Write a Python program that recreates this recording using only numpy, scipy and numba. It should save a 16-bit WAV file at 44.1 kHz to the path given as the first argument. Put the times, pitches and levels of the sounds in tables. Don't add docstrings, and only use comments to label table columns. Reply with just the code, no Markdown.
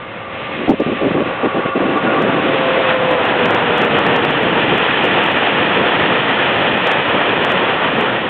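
import sys
import numpy as np
from scipy import signal
from scipy.fft import rfft, irfft, next_fast_len
from scipy.io import wavfile
from scipy.ndimage import uniform_filter1d
from numba import njit

SR = 44100
rng = np.random.default_rng(int(sys.argv[2]) if len(sys.argv) > 2 else 0)


def wav_out(sig):
    wavfile.write(sys.argv[1], SR, np.round(np.clip(np.atleast_2d(sig).T, -1, 1) * 32767).astype(np.int16))


N = 365588
TIME = np.arange(N) / SR
FREQ = np.fft.rfftfreq(N, 1 / SR)

TRAIN_SPEED, TRACK_DISTANCE, SOUND_SPEED = 27., 18., 343
LOCO_ABREAST_S = 3.240
THROB_PERIOD_S, THROB_PEAK_S = .392, 5.23


def undb(db):
    return 10 ** (np.asarray(db) / 20)


def curve(rows, axis=1):
    rows = np.asarray(rows)
    return np.interp(TIME, rows[:, 0], rows[:, axis])


def unit(x):
    return x / np.sqrt(np.mean(x ** 2))


def noise(gain):
    size = next_fast_len(N, True)
    shape = np.interp(np.fft.rfftfreq(size, 1 / SR), FREQ, gain)
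    spectrum = rfft(rng.standard_normal(size)) * shape
    return unit(irfft(spectrum, size)[:N])


def colour(points):
    hz, db = np.transpose(points)
    low_end = np.minimum(FREQ / hz[0], 1)
    high_end = np.maximum(FREQ / hz[-1], 1) ** 4
    return undb(np.interp(np.log(FREQ + 1), np.log(hz), db)) * low_end / high_end


def resonances(modes):
    return sum(undb(db) / (1 + ((FREQ - hz) / width) ** 2) for hz, width, db in modes)


def walk(rate):
    k = max(int(SR / rate), 2)
    steps = np.repeat(rng.standard_normal(N // k + 1), k)
    smooth = uniform_filter1d(uniform_filter1d(steps, k), k)
    return unit(smooth[:N])


def steadied(x, window_s):
    power = uniform_filter1d(x ** 2, max(int(window_s * SR), 2))
    return x / np.sqrt(np.abs(power) + 1e-9)


def passing(abreast_s):
    distance = np.hypot(TRACK_DISTANCE, TRAIN_SPEED * (TIME - abreast_s))
    emitted = TIME - (distance - TRACK_DISTANCE) / SOUND_SPEED
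    return emitted, TRACK_DISTANCE / distance


def breeze(level_db=-43):
    rumble = noise(colour([(30, -21.0), (60, -6), (120, 1.5), (200, -5.5), (400, -23.5), (1000, -44)]))
    return rumble * undb(level_db + 1.2 * walk(4.4))


# t/s, length/s, level/dB (relative)
WIND_GUSTS = [(0.585, 0.036, -22.5), (0.634, 0.018, -23), (0.677, 0.012, -9.5), (0.69, 0.035, -5.5),
              (0.723, 0.024, -13), (0.798, 0.028, -11), (0.862, 0.04, -15.5), (0.914, 0.023, -15),
              (1.012, 0.077, -14), (1.107, 0.014, -13.5), (1.145, 0.082, -13.5), (1.259, 0.024, -21),
              (1.432, 0.045, -13), (1.542, 0.062, -15), (1.652, 0.011, -11), (1.685, 0.0095, -16.5),
              (1.752, 0.03, -13.5), (1.801, 0.067, -14.0), (1.858, 0.12, -18), (2.035, 0.17, -16.5),
              (2.205, 0.1, -13), (2.319, 0.083, -17.5), (2.423, 0.19, -17.5)]
# (relative, per Hz)
PORT_WIND_COLOUR = [(30, -37.5), (70, -29.5), (130, -12), (220, -4), (310, 1.5), (430, -4.5), (600, -8.5),
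                    (850, -29.5), (1400, -38.5), (3000, -63)]
# f/Hz, width/Hz, level/dB (relative)
DIAPHRAGM_MODES = [(493, 200, 2.5), (782, 44, -1)]


def wind(edge_s=0.0025, level_db=-0.3, overload_db=1):
    pressure = np.zeros(N)
    for start_s, length_s, db in WIND_GUSTS:
        inside = (TIME >= start_s) & (TIME < start_s + length_s)
        pressure = np.maximum(pressure, undb(db + level_db) * inside)
    pressure = uniform_filter1d(pressure, max(int(edge_s * SR), 2))
    flutter = steadied(noise(colour(PORT_WIND_COLOUR)), window_s=.012) * undb(1.5 * walk(150))
    rasp = steadied(noise(resonances(DIAPHRAGM_MODES)), window_s=0.011)
    leak = signal.butter(2, 90, "high", fs=SR, output="sos")
    buffeting = signal.sosfilt(leak, pressure * flutter)
    return buffeting + undb(overload_db) * pressure ** 2 * rasp


# t/s, level/dB (relative)
WAGON_JOLTS = [(2.765, 1), (2.941, -7), (3.105, -1.5), (3.544, -3), (4.388, -7), (4.718, 1.5), (5.037, 3.5),
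               (5.764, 1.5), (6.202, -6), (7.144, -2.5), (8.029, -3)]
# f/Hz, width/Hz, level/dB (relative)
WAGON_FRAME_MODES = [(210, 30, -2), (342, 51, 1), (480, 74, 6.5), (657, 140, -9.5)]


def knocks(rise_s=0.0055, decay_s=0.027, level_db=-10, low_cut_hz=140):
    force = np.zeros(N)
    for jolt_s, db in WAGON_JOLTS:
        age = np.maximum(TIME - jolt_s, 0)
        force += undb(db + level_db) * (1 - np.exp(-age / rise_s)) * np.exp(-age / decay_s)
    low_cut = np.minimum(FREQ / low_cut_hz, 1) ** 2
    frames = noise(resonances(WAGON_FRAME_MODES) * low_cut)
    return force * steadied(frames, window_s=0.011)


# t/s, level/dB
BLOWER_LEVEL = [(0, -40), (.8, -32), (2.35, -29.5), (2.56, -21.5), (3.14, -16), (3.26, -27.5), (3.5, -21),
                (4.22, -22), (4.8, -45)]


def blower(rest_hz=501, octave_db=-17):
    emitted, nearness = passing(LOCO_ABREAST_S)
    waver = nearness * (.55 * walk(20) + .35 * walk(70))
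    blades = 2 * np.pi * rest_hz * emitted + waver
    tone = np.sqrt(2) * (np.sin(blades) + undb(octave_db) * np.sin(2 * blades))
    return tone * undb(curve(BLOWER_LEVEL) + 1.7 * walk(24))


# f/Hz at rest, width/Hz, peak level/dB, abreast t/s, loudest t/s,
# fade/(dB per s) either side of the loudest time
DRIVE_WHINES = [(270, 16, -21, 3.24, 2.48, 70), (625, 9, -24, 3.9, 2.8, 10),
                (731, 12, -27.5, 3.24, 2.1, 15), (1002, 12, -27.5, 3.24, 3.15, 9),
                (1050, 70, -26, 3.24, 1.7, 10), (1105, 10, -34, 3.24, .9, 5),
                (1088, 10, -24.5, 3.24, 2.2, 16), (1338, 50, -32.5, 3.24, 1.65, 14),
                (1342, 18, -23, 3.24, 2.07, 100), (1985, 90, -41, 3.24, .6, 3),
                (2510, 40, -36, 3.24, 2.1, 6)]


def drive_whines():
    out = 0
    for hz, width, db, abreast_s, loudest_s, fade_db in DRIVE_WHINES:
        emitted, _ = passing(abreast_s)
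        phase = 2 * np.pi * hz * emitted
        whine = walk(2 * width) * np.sin(phase) + walk(2 * width) * np.cos(phase)
        level_db = db - fade_db * np.abs(TIME - loudest_s)
        out = out + steadied(whine, window_s=0.28) * undb(level_db)
    return out


# f/Hz, width/Hz, level/dB (relative)
DISC_MODES = [(902, 30, -4.5), (1358, 56, -4.5), (1824, 98, 0), (2471, 59, -1.5), (2794, 69, -3.5),
              (3074, 90, -3.5), (3360, 89, -6.5)]


def wheel_rings(count=18, spread=.025, beam=3.1):
    ring, out = noise(resonances(DISC_MODES)), 0
    for k, (start, size) in enumerate(rng.random((count, 2))):
        emitted, nearness = passing(LOCO_ABREAST_S + k * THROB_PERIOD_S)
        pitch = 1 + spread * (size - .5)
        place = emitted * SR * pitch + start * N
        out = out + nearness ** beam * np.interp(place % N, np.arange(N), ring)
    return steadied(out, window_s=0.2)


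# t/s, rail level/dB (relative), wheel level above it/dB
ROLLING_LEVEL = [(0, -33.5, -3.5), (.28, -30.5, -4), (.42, -29.5, 0), (.9, -29, -.5), (1.5, -22, -7.5),
                 (1.85, -24.5, -4), (2.03, -19.5, -7), (2.55, -21, -1.5), (3.3, -18.5, -3),
                 (4.1, -17.5, -1.9), (4.9, -18, 1), (5.9, -18, -.5), (6.5, -18, .5), (8.06, -19, -1.85),
                 (8.29, -25, -1)]
# t/s, level/dB (relative)
BODY_LEVEL = [(0, -36), (.3, -36), (.6, -27.5), (1.6, -30), (2.1, -24), (3.1, -24), (3.35, -19.5),
              (4.1, -18), (5.8, -20.5), (6.5, -19.8), (8.05, -22), (8.29, -25.5)]
# t/s, change of level/dB
SWELLS_AND_DIPS = [(1.73, -5), (2.91, 5), (3.01, -1.5), (3.84, 3), (4.11, 1.5), (4.21, -3), (5.04, -1.5),
                   (5.33, -1), (6.83, -3), (7.07, -0.5), (7.8, -2)]
# (relative, per Hz)
BODY_SPECTRUM = [(25, -33.5), (50, -25.5), (80, -14), (120, -6), (170, -2), (300, 0), (430, -4),
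                 (600, -6.5), (1000, -28), (2000, -50)]
RAIL_SPECTRUM = [(200, -27), (380, -2.5), (500, 3.5), (620, 0), (760, 1.5), (950, 0), (1120, -1),
                 (1350, -1), (1650, -3.5), (2100, -10.5), (3500, -43.5)]
WHEEL_SPECTRUM = [(900, -24.5), (1500, -8), (1850, 1), (2200, -1.5), (2550, 1.5), (2800, -1.5), (3150, -4),
                  (3500, -8), (3800, -14), (4200, -27.5), (4500, -50)]


def rolling(flutter_db=.5, lurch_db=1.55, swell_s=0.035, throb_roll_db=0.07, throb_rumble_db=0.05):
    throb = np.cos(2 * np.pi * (TIME - THROB_PEAK_S) / THROB_PERIOD_S)
    swells_and_dips = sum(db * np.exp(-((TIME - s) / swell_s) ** 2) for s, db in SWELLS_AND_DIPS)
    shared_db = .55 * walk(28) + swells_and_dips
    rail_db = curve(ROLLING_LEVEL) + shared_db + throb_roll_db * throb + flutter_db * walk(12)
    wheel_db = rail_db + curve(ROLLING_LEVEL, axis=2)
    body_db = curve(BODY_LEVEL) + shared_db + throb_rumble_db * throb + lurch_db * walk(14)
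    ground_db = np.interp(TIME, [0, .6, 1.5, 2.2, 2.9], [0.0, -2.0, -2, -0.5, 0.5])
    rails = noise(colour(RAIL_SPECTRUM)) * undb(rail_db + ground_db + 0.73 * walk(40) + 2.0)
    share = np.interp(TIME, [2, 3.5, 4.6], [.05, .3, .52])
    discs = np.sqrt(1 - share) * noise(colour(WHEEL_SPECTRUM)) + np.sqrt(share) * wheel_rings()
    wheels = discs * undb(wheel_db + .5 * walk(50) + 0.87)
    bodies = steadied(noise(colour(BODY_SPECTRUM)), window_s=.12) * undb(body_db + 0.5 * walk(35))
    return rails + wheels + bodies


def scene():
    return (breeze() + wind() + knocks() + blower() + drive_whines() + rolling())[None]


@njit
def gain_control(x, ceiling, attack, release):
    out, gain, held = np.empty(len(x)), 1., 0.
    for i in range(len(x)):
        out[i] = gain * x[i]
        if abs(out[i]) > ceiling:
            held = SR / 200
        if held > 0:
            gain, held = gain * (1 - attack), held - 1
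        else:
            gain += (1 - gain) * release
    return out


def record(dry, attack_s=0.031, release_s=0.055):
    band = signal.ellip(10, .1, 90, 4380, fs=SR, output="sos")
    narrow = signal.sosfilt(band, dry[0])
    attack, release = 1 / (attack_s * SR), 1 / (release_s * SR)
    ducked = gain_control(narrow, .66, attack, release)
    clipped = np.clip(ducked, -.73, .73)
    output_filter = signal.ellip(8, .2, 70, 15800, fs=SR, output="sos")
    return signal.sosfilt(output_filter, clipped)[None]


dry = scene()
out = record(dry)
wav_out(out)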